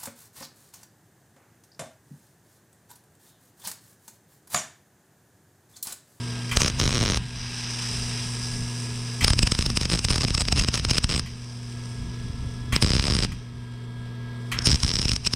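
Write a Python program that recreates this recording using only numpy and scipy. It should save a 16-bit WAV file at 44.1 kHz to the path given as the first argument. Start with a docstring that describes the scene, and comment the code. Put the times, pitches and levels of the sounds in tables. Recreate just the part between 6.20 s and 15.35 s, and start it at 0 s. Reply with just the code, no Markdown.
"""On a concrete drive, microphone close up: a wire-feed welder tacks a steel fitting in four bursts.
First, transformer hum, fan whine and a little wind. The trigger rattles, shielding gas surges, and
the arc starts: each short circuit of the wire sizzles up, cracks and puffs hot gas at the microphone,
while the hum sinks. The trigger lets go; gas and hot bead hiss and the hum creeps back.
The longest burst follows at 3 s, then short ones at 6.6 s and 8.4 s."""
import sys
import numpy as np
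from scipy import signal
from scipy.io import wavfile
from scipy.ndimage import uniform_filter1d

SR = 44100
rng = np.random.default_rng(int(sys.argv[2]) if len(sys.argv) > 2 else 0)


def bounce(signal):
    """Save signal as a 16-bit WAV file at the path given by the first command-line argument."""
    frames = np.transpose(np.atleast_2d(signal))
    limited = np.clip(frames, -1, 1)
    pcm = np.round(limited * 32767).astype(np.int16)
    wavfile.write(sys.argv[1], SR, pcm)


N = 403515
T = np.arange(N) / SR
ARC_RISE_S = .02
# arc burning: start/s, end/s, hum under the arc/dB, hum settled/dB, recovery/s, rumble/dB, arc hiss/dB
WELDS = [(.36, 0.98, -35.5, -32.5, 0.85, -31.5, -50), (3.04, 5.013, -38.5, -35.5, 0.56, -33, -48.5),
         (6.6, 7.061, -41, -33.5, 1.27, -33.5, -47), (8.444, 8.964, -37, -37, .5, -44, -44.5)]


def arc():
    """The wire shorts to the steel again and again; torch and glove colour each burst by their pose."""
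    # t/s, crack/dB, signed puff pressure/linear, sizzle/dB
    short_circuits = [(0.3714, -2, 0.42, -22.5), (0.4054, -20, 0.079, -24), (0.4185, -5, 0.14, -25),
                      (0.4334, -13, -0.033, -27), (0.447, -9, -0.14, -37), (0.4622, -11.5, 0.063, -27),
                      (0.481, -10.5, 0.086, -25), (0.5, -15, 0.016, -35), (0.6, -8, -0.022, -23.5),
                      (0.6141, -9.5, -0.099, -34), (0.6221, -14, -0.14, -37), (0.6325, -14, -0.046, -39),
                      (0.6391, -13, -0.12, -34), (0.646, -24, 0.043, -39), (0.6555, -13, -0.1, -39),
                      (0.663, -15, -0.19, -35), (0.6773, -9.5, -0.076, -36), (0.6928, -13.5, 0.018, -32),
                      (0.7074, -14, 0.039, -35), (0.7185, -19, 0.17, -37), (0.7277, -11.5, 0.077, -36),
                      (0.739, -16, -0.12, -39), (0.7474, -15, -0.14, -39), (0.7551, -11.5, -0.12, -35),
                      (0.7629, -14, -0.064, -45), (0.7714, -11.5, -0.1, -38), (0.78, -12.5, -0.1, -38),
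                      (0.7915, -15, -0.03, -41), (0.803, -16, -0.037, -36), (0.8115, -12, -0.16, -36),
                      (0.8213, -14, -0.13, -41), (0.829, -12, -0.15, -34), (0.838, -12, -0.088, -35),
                      (0.8524, -14, 0.081, -33.5), (0.861, -9.5, 0.048, -43), (0.8711, -16, 0.021, -38),
                      (0.8796, -11, -0.02, -40), (0.889, -14, -0.049, -37), (0.9, -9, -0.11, -35),
                      (0.9097, -17, -0.048, -35), (0.921, -10.5, -0.028, -34), (0.9352, -14, 0.023, -37),
                      (0.9458, -10, 0.061, -36), (0.9597, -15, 0.063, -40), (0.9733, -12.5, 0.038, -29.5),
                      (3.0459, -0.5, 0.29, -19.5), (3.0811, -4.5, 0.13, -22), (3.1046, -9, 0.44, -23.5),
                      (3.1342, -9, -0.1, -28.5), (3.1914, -7.5, -0.0072, -24), (3.2309, -19, -0.42, -23),
                      (3.274, -10.5, 0.11, -22), (3.3206, -6, -0.12, -24), (3.3506, -13, 0.096, -33),
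                      (3.3899, -10, -0.26, -27), (3.4102, -14, 0.076, -36), (3.425, -15, 0.019, -27.5),
                      (3.463, -12, -0.088, -25.5), (3.502, -15.5, -0.11, -29.5),
                      (3.573, -9.5, -0.15, -22.5), (3.613, -12, -0.12, -29.5), (3.625, -22, 0.039, -39),
                      (3.633, -15.5, 0.1, -36), (3.655, -13.5, -0.12, -28.5), (3.7001, -12, -0.0055, -30),
                      (3.716, -15, -0.11, -33), (3.7219, -12.5, -0.13, -31), (3.7335, -11, -0.18, -29.5),
                      (3.7395, -10.5, -0.15, -37.5), (3.751, -17.5, -0.071, -32), (3.7571, -17, -0.12, -38),
                      (3.7747, -17.5, -0.01, -40), (3.792, -15, -0.04, -28.5), (3.8496, -8.5, 0.24, -23.5),
                      (3.8856, -11, 0.029, -38), (3.8997, -27, 0.037, -42), (3.9052, -12.5, -0.23, -29),
                      (3.9123, -23, -0.06, -29.5), (3.9258, -14, 0.057, -37), (3.933, -13, 0.044, -38),
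                      (3.9433, -15, 0.01, -34), (3.9593, -12, -0.076, -26.5), (3.9819, -15, -0.14, -29),
                      (4.0096, -14.5, -0.06, -32), (4.0194, -18.5, -0.0069, -26.5),
                      (4.034, -14.5, -0.04, -42), (4.0414, -17, -0.15, -25.5), (4.0493, -10, -0.2, -56),
                      (4.0834, -15, -0.011, -28.5), (4.098, -31, 0.017, -46), (4.106, -13, -0.15, -35),
                      (4.1497, -13, 0.24, -23.5), (4.1797, -12, -0.11, -28.5), (4.208, -12, 0.052, -25),
                      (4.219, -12.5, 0.18, -25), (4.2532, -18, 0.071, -39), (4.2851, -9, 0.077, -27),
                      (4.3256, -11, -0.17, -24.5), (4.361, -18.5, 0.014, -35), (4.368, -16, 0.026, -39),
                      (4.3755, -12, 0.00013, -36), (4.3826, -16, -0.16, -32), (4.3968, -15, 0.21, -21.5),
                      (4.4124, -15.5, -0.02, -38), (4.423, -21, -0.054, -31), (4.4375, -19, 0.017, -34),
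                      (4.4469, -13, -0.078, -35), (4.4861, -10, -0.17, -25.5), (4.5417, -9.5, 0.05, -27),
                      (4.5485, -18.5, 0.041, -33), (4.5557, -12, 0.11, -27), (4.577, -15, 0.084, -27.5),
                      (4.5971, -16, -0.041, -31.5), (4.6502, -8.5, -0.039, -26.5),
                      (4.688, -27.5, 0.047, -40), (4.6972, -16, 0.011, -36), (4.7115, -8, -0.19, -20.5),
                      (4.7345, -17, -0.00033, -31), (4.7464, -16, 0.041, -34), (4.7555, -15, -0.082, -33),
                      (4.7706, -17, -0.026, -34), (4.7829, -5, 0.075, -21), (4.8433, -8, 0.36, -26),
                      (4.893, -15, -0.027, -43), (4.901, -14.5, -0.043, -31.5), (4.9132, -14, 0.024, -35),
                      (4.924, -13, -0.021, -31), (4.9305, -15, 0.012, -42), (4.9407, -13.5, 0.076, -38),
                      (4.9484, -14, -0.067, -34), (4.9625, -16.5, -0.13, -30), (4.9788, -14, -0.067, -35),
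                      (4.9959, -15, -0.069, -29.5), (6.5632, -2.5, 0.06, -27), (6.625, -3.5, -0.071, -24.5),
                      (6.634, -15, -0.3, -41), (6.646, -11, -0.32, -30), (6.6638, -15, -0.066, -34),
                      (6.6733, -17, -0.14, -36), (6.6833, -16, 0.033, -35), (6.694, -17, 0.036, -38),
                      (6.705, -11.5, -0.23, -28.5), (6.7184, -13, 0.032, -35), (6.735, -9.5, -0.14, -31),
                      (6.752, -13, -0.25, -27.5), (6.7659, -11.5, -0.18, -31), (6.7817, -14, 0.041, -36),
                      (6.7965, -7, 0.36, -27.5), (6.8103, -19, 0.034, -42), (6.8257, -15, -0.065, -31),
                      (6.8407, -12.5, -0.036, -35), (6.8541, -14, -0.098, -35), (6.8687, -13, 0.057, -31),
                      (6.8822, -13, -0.12, -30), (6.9005, -13.5, -0.14, -36), (6.909, -13, -0.13, -30),
                      (6.9226, -13, -0.16, -34), (6.937, -15, -0.021, -37), (6.951, -12, -0.17, -27.5),
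                      (6.9667, -13.5, -0.098, -33), (6.9828, -21, 0.02, -48), (6.9893, -10, -0.11, -30.5),
                      (7.0043, -16, 0.0043, -34), (7.0255, -11.5, -0.075, -34), (7.0351, -11, -0.055, -29),
                      (7.0486, -11, -0.032, -30), (8.389, -11, -0.061, -33), (8.423, -28, 0.049, -32),
                      (8.4595, -13, -0.023, -23.5), (8.4714, -4, -0.29, -20), (8.4788, -13, -0.037, -34),
                      (8.4887, -11, -0.2, -36), (8.4961, -16, -0.18, -31), (8.5052, -21, -0.22, -30),
                      (8.5162, -9, 0.19, -23.5), (8.5234, -17, 0.028, -39), (8.5296, -12, 0.4, -32),
                      (8.5444, -13.5, 0.35, -29), (8.558, -13, 0.039, -27), (8.603, -23, 0.048, -38),
                      (8.6337, -8, 0.27, -26), (8.6474, -14, 0.29, -31), (8.665, -15, -0.047, -38),
                      (8.6796, -14, -0.005, -32), (8.685, -28, -0.037, -39), (8.6924, -13, 0.0013, -32),
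                      (8.704, -14, -0.023, -36), (8.7154, -12, 0.027, -37), (8.7381, -15.5, -0.099, -27.5),
                      (8.7563, -11.5, 0.06, -31), (8.7676, -14, -0.04, -40), (8.789, -14, -0.05, -32),
                      (8.7946, -13.5, -0.11, -31), (8.817, -15, -0.0015, -28.5), (8.8283, -17, -0.02, -37),
                      (8.8366, -26, 0.095, -42.5), (8.8546, -13, -0.22, -25.5), (8.8824, -13.5, 0.032, -44),
                      (8.894, -16, -0.14, -24.5), (8.912, -21, 0.032, -36), (8.9174, -9, 0.23, -29.5),
                      (8.935, -16, 0.21, -30), (8.963, -13, 0.0072, -28.5), (9.05, -21, 0.039, -38),
                      (9.0667, -13.5, 0.011, -27.5), (9.072, -11.5, -0.05, -25.5),
                      (9.1366, -8.5, -0.06, -25)]
    # from t/s, nozzle ring f/Hz, width/Hz, ring/dB re snap, low cut f/Hz, heave/dB re crack
    poses = [(0, 5580, 2010, -9.5, 297, -7.5), (2, 5177, 900, -6.5, 920, -8.5),
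             (6, 5120, 900, -5.5, 870, -7), (8, 5303, 800, -2.5, 1700, -11.5)]
    shorts = np.array(short_circuits)
    pose_index = np.searchsorted([pose[0] for pose in poses], shorts[:, 0]) - 1
    return sum(burst(shorts[pose_index == k], *pose[1:]) for k, pose in enumerate(poses))


def burst(shorts, ring_hz, width_hz, ring_db, low_cut_hz, heave_db):
    """Each bridge of molten wire fizzes ever louder, cracks, and sends a slow puff a few ms later."""
    # what a crack rings in fitting and microphone port: f/Hz, width/Hz, level/dB
    fitting_modes = [(1083, 760, -4), (2637, 700, -0.5), (4070, 360, -2), (6240, 470, -3),
                     (8120, 810, -1.5), (9030, 580, -2.5), (9580, 1900, -17.5), (13000, 6400, -38),
                     (670, 600, 0)]
    times, crack_db, puff_pressure, sizzle_db = np.transpose(shorts)
    t, lead = T[:1500], 12
    since = t - lead / SR
    snap = .95 * bump(since, -.00011, .000062) - 1.35 * bump(since, 0, .000054)  # push, sharp suction
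    nozzle = -np.cos(2 * np.pi * ring_hz * since) * bump(since, 0, .0013) * (since > -1 / (4 * ring_hz))
    fitting = undb(-3) * resonate(snap, fitting_modes, steep=True)
    parts = (snap, undb(ring_db) * nozzle, fitting)
    # each drop bursts at another spot, so nozzle and fitting answer more or less
    shares = undb(crack_db[:, None] + rng.standard_normal((len(times), 3)) * [0, 2, 3])
    cracks = sum(strike(times, share, part, lead) for share, part in zip(shares.T, parts))
    cracks = butter(cracks, 1, [low_cut_hz, 9000], "band")

    heave = bump(since, .0013, .0006) - .5 * bump(since, .0042, .0015)  # heated air swells, falls back
    heaves = strike(times, undb(crack_db + heave_db), heave, lead)
    # steep front, long back, then the air swings the other way
    age_ms = np.maximum(since - .0011, 0) / .001
    puff = 2.1 * age_ms ** 2 * np.exp(-age_ms) - .36 * bump(since, .008, .006)
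    puffs = strike(times, puff_pressure, puff, lead)

    grit = rough_noise(2, 900)
    fizz = sum(undb(3 * walk(40)) * steep_band(grit, hz, width) * undb(db)  # the colour drifts
               for hz, width, db in fitting_modes)
    fizz += undb(ring_db + 12.5) * steep_band(grit, ring_hz, width_hz)
    fizz = unit(butter(fizz, 1, low_cut_hz, "high"))
    swell = np.concatenate([np.exp(-t[::-1] / .0025), 1.73 * np.exp(-t / .0033)])  # rise, then spatter
    brewing = np.exp(-t[::-1] / .01)  # big drops fizz for longer
    sizzle = strike(times, undb(sizzle_db), swell, lead=len(t))
    sizzle += strike(times, undb(1.31 * sizzle_db + 6.5), brewing, lead=len(t) - 1)
    return cracks + heaves + puffs + sizzle * fizz


def trigger():
    """Relay and gas valve rattle in the torch as the trigger is pulled or released."""
    # rattles: t/s, level/dB, decay/s
    clicks = [(.293, -36, 0.0089), (.313, -24, 0.03), (1.028, -53, 0.016), (3.007, -22.5, .02),
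              (5.058, -41.5, 0.028), (6.523, -22, 0.026), (7.118, -36.5, 0.013), (8.316, -23.5, 0.02)]
    # torch body: f/Hz, width/Hz, level/dB
    torch_modes = [(1186, 420, -7), (1970, 270, -2.5), (2380, 290, -2.5), (3200, 300, -2.5),
                   (4250, 240, -13), (6640, 7000, -17.5)]
    times, db, decay = np.transpose(clicks)[:, :, None]
    since = np.maximum(T - times, 0)
    rattle = unit(resonate(rough_noise(1, 400), torch_modes, steep=True))
    return rattle * np.sum(undb(db) * (1 - np.exp(-since / .001)) * np.exp(-since / decay), axis=0)


def wire_rasp():
    """The wire starts to feed with a rasp that sinks in pitch as its upper band dies first."""
    # feed starts: t/s, level/dB
    starts = [(.325, -39), (8.33, -35)]
    grit = rough_noise(2.6, 300)
    return sum(undb(db) * fade(at, fall_s) * unit(steep_band(grit, hz, width_hz=990))
               for at, db in starts for hz, fall_s in ((2280, .03), (1500, .11)))


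def gas_surge():
    """Gain of the rush of gas as the valve opens; it drives both hiss and rumble."""
    # valve openings: t/s, rumble/dB
    openings = [(.32, -26), (3.02, -21), (6.53, -24.5), (8.32, -28.5)]
    return sum(undb(db) * fade(at, fall_s=.046) for at, db in openings)


def hiss():
    """Dense tiny crackles of gas, arc and cooling bead; three groups of resonances flicker apart."""
    # gas and bead: t/s, main group/dB, low group/dB re main, top group/dB re main
    levels = [(0, -43, -1.5, -5), (.3, -42, -1.5, -6.5), (1.03, -48.5, 4, -5), (1.45, -35, -4.5, -10),
              (1.8, -34.5, -5, -7.5), (2.2, -37.5, -4.5, -4.5), (2.97, -41, -4, -6),
              (5.04, -46.5, -2.5, -12.5), (5.2, -50, -4.5, -7), (5.5, -48.5, -5, -5.5),
              (6.2, -52, -1.5, -6), (6.5, -53.5, -2, -7), (7.09, -50, 1, -9), (7.3, -62, 2.5, -3),
              (8.05, -62, 3, -4), (8.3, -57.5, -3, -2.5), (9.15, -47, -2, -9)]
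    # resonances of the three groups: f/Hz, width/Hz, level/dB
    low_modes = [(927, 640, 1.5), (1700, 720, 0), (2685, 1130, 6.5), (4054, 1100, 2.5)]
    main_modes = [(4990, 580, 0.5), (5380, 210, -1), (5810, 690, -3)]
    top_modes = [(7590, 1020, 0.5), (8680, 630, 1), (9740, 1300, -5.5), (13800, 2200, -27)]
    times, *columns = np.transpose(levels)
    gas_db, low_db, top_db = (np.interp(T, times, column) for column in columns)
    arc_db = np.transpose(WELDS)[6]
    main_db = total_db(undb(gas_db), while_welding(arc_db, fall_s=.012))
    low_db = total_db(undb(low_db), gas_surge() * undb(-8 - main_db))
    grain = rough_noise(1.6, 500)
    grain += (rng.random(N) < 150 / SR) * undb(rng.uniform(10, 19, N))  # about 150 ticks a second
    grain -= .85 * band(grain, 4400, 500)  # the nozzle mouth cancels this band
    groups = ((low_modes, low_db), (main_modes, 0), (top_modes, top_db))
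    return undb(main_db) * sum(undb(db + walk(14)) * unit(resonate(grain, modes, steep=True))
                               for modes, db in groups)


def welder():
    """The machine: transformer hum at twice the mains rate, fan whine, air in the cabinet."""
    # transformer tones: f/Hz, level/dB re hum
    hum_tones = [(120, 0.5), (240, -8.5), (916, -28.5)]
    # fan drift: t/s, turning tone f/Hz, whine/dB re hum
    fan_drift = [(0, 321.8, 5), (1.6, 323.8, 3.5), (2.4, 333.7, 1), (5.2, 323.5, -3.5), (5.901, 333.3, 3.5),
                 (6.2, 333.2, 3), (6.5, 335, 6), (6.55, 334.2, 9), (7.199, 324.2, 2), (7.85, 327.3, 4),
                 (8.299, 328, 1), (8.36, 326, 7), (9.15, 330, -18)]
    # fan harmonics: multiple, level/dB re whine
    fan_harmonics = [(1, -29), (2, -41), (3, -30.5), (4, -32), (5, -23), (6, -35), (10, -28)]
    # cabinet air noise: f/Hz, width/Hz, level/dB re hum
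    air_bands = [(172, 100, -14.5), (411.5, 155, -17), (684, 82, -26.5), (1008, 260, -23),
                 (1284, 190, -25.5), (1686, 150, -25), (2210, 190, -27), (3420, 890, -25), (4450, 890, -29),
                 (12000, 5200, -40)]
    hum = sum(undb(db + .26 * walk(6.3)) * np.sin(2 * np.pi * hz * T + k)
              for k, (hz, db) in enumerate(hum_tones))
    times, fan_hz, whine_db = np.transpose(fan_drift)
    turn = 2 * np.pi * np.cumsum(np.interp(T, times, fan_hz) * (1 + .00199 * walk(30))) / SR
    fan = sum(undb(db + 2.5 * walk(8)) * np.sin(multiple * turn) for multiple, db in fan_harmonics)
    fan *= undb(np.interp(T, times, whine_db))
    air = sum(undb(db) * unit(steep_band(rng.standard_normal(N), hz, width))
              for hz, width, db in air_bands)
    return undb(hum_level()) * (np.sqrt(2) * (hum + fan) + air)


def hum_level(idle_db=-32, released_db=-40):
    """Level of the machine in dB: it sinks under each burst, then creeps back."""
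    points = [(WELDS[0][0], idle_db)]
    next_starts = [weld[0] for weld in WELDS[1:]] + [T[-1] + 1]
    for (start, end, under_db, settled_db, recovery_s, *_), next_start in zip(WELDS, next_starts):
        points += [(start + ARC_RISE_S, under_db), (end, under_db), (end + ARC_RISE_S, released_db),
                   (end + recovery_s, settled_db), (next_start, settled_db)]
    return np.interp(T, *np.transpose(points))


def wind(calm_db=-46.5):
    """Low buffeting on the microphone from breeze, gas surges and the burning arc."""
    # gusts: t/s, level/dB
    gust_peaks = [(1.8, -41), (2.1, -40), (2.4, -38), (2.7, -41), (5.78, -34.5), (6.05, -37), (6.22, -32.5),
                  (6.45, -38.5), (8.97, -36)]
    gusts = sum(undb(db) * bump(T, at, width=.12) for at, db in gust_peaks)
    rumble_db = np.transpose(WELDS)[5]
    level_db = total_db(undb(calm_db), gusts, gas_surge(), while_welding(rumble_db, fall_s=.14))
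    air = butter(rng.standard_normal(N), 3, 200, "low")
    buffet = unit(band(air, 55, 50) + .7 * band(air, 28, 20) + .2 * band(air, 150, 150))
    return undb(level_db + 3 * walk(14)) * buffet


def while_welding(db, fall_s):
    """Gain that rises with each burst, holds and dies away after it."""
    start, end = np.transpose(WELDS)[:2, :, None]
    rise = np.clip((T - start) / ARC_RISE_S, 0, 1)
    fall = np.exp(-np.maximum(T - end, 0) / fall_s)
    return np.sum(undb(db)[:, None] * rise * fall, axis=0)


def undb(db):
    """dB to gain."""
    return 10 ** (np.asarray(db) / 20)


def total_db(*gains):
    """Level of unrelated sounds added together."""
    return 10 * np.log10(sum(gain ** 2 for gain in gains))


def unit(x):
    """Scale to rms 1."""
    return x / np.sqrt(np.mean(x ** 2))


def butter(x, order, hz, kind):
    """Low, high or band pass with a flat passband."""
    return signal.sosfilt(signal.butter(order, hz, kind, fs=SR, output="sos"), x)


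def band(x, hz, width_hz):
    """Two-pole resonance, gain 1 at the centre."""
    return signal.lfilter(*signal.iirpeak(hz, hz / width_hz, fs=SR), x)


def steep_band(x, hz, width_hz):
    """The same resonance twice over, for steeper skirts."""
    return band(band(x, hz, width_hz), hz, width_hz)


def resonate(x, modes, steep):
    """Sum of resonances, neighbours in opposite sign; steep ones leave dark valleys."""
    ring = steep_band if steep else band
    return sum((-1) ** k * undb(db) * ring(x, hz, width) for k, (hz, width, db) in enumerate(modes))


def walk(rate):
    """Random levels held 1 / rate s and slewed; spread near 1."""
    hold = int(SR / rate)
    steps = np.repeat(rng.standard_normal(N // hold + 1), hold)
    return 1.31 * uniform_filter1d(uniform_filter1d(steps, hold), hold)[:N]


def rough_noise(depth_db, rate):
    """White noise whose level flickers rate times a second."""
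    return rng.standard_normal(N) * undb(depth_db * walk(rate))


def bump(t, at, width):
    """Bell-shaped swell."""
    return np.exp(-((t - at) / width) ** 2)


def fade(at, fall_s):
    """Sudden onset, exponential decay."""
    return (T > at) * np.exp(-np.maximum(T - at, 0) / fall_s)


def strike(times, sizes, shape, lead):
    """Lay a shape at each time, starting lead samples early."""
    train = np.bincount((times * SR).astype(int), sizes, N)
    return signal.fftconvolve(train, shape)[lead:lead + N]


def scene():
    """All sources at the microphone, almost mono: a faint diffuse smear widens the upper range."""
    mid = arc() + trigger() + wire_rasp() + hiss() + welder() + wind()
    smear = rng.standard_normal(300) * np.exp(-T[:300] / .0031)
    diffuse = signal.fftconvolve(mid, smear / np.linalg.norm(smear))[:N]
    side = undb(-27) * steep_band(diffuse, 1300, 9000) + undb(5) * steep_band(diffuse, 12400, 1500)
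    side = butter(side, 4, 300, "high")  # the bass is mono
    return mid + np.array([side, -side])


def record(dry):
    """The recorder cuts subsonic drift, rounds the loudest peaks and cuts the top."""
    dry = butter(dry, 2, 18, "high")
    rounded = dry / (1 + np.abs(dry / .9) ** 4) ** .25
    return signal.sosfilt(signal.ellip(12, .2, 70, 15750, fs=SR, output="sos"), rounded)


dry = scene()
out = record(dry)
bounce(out)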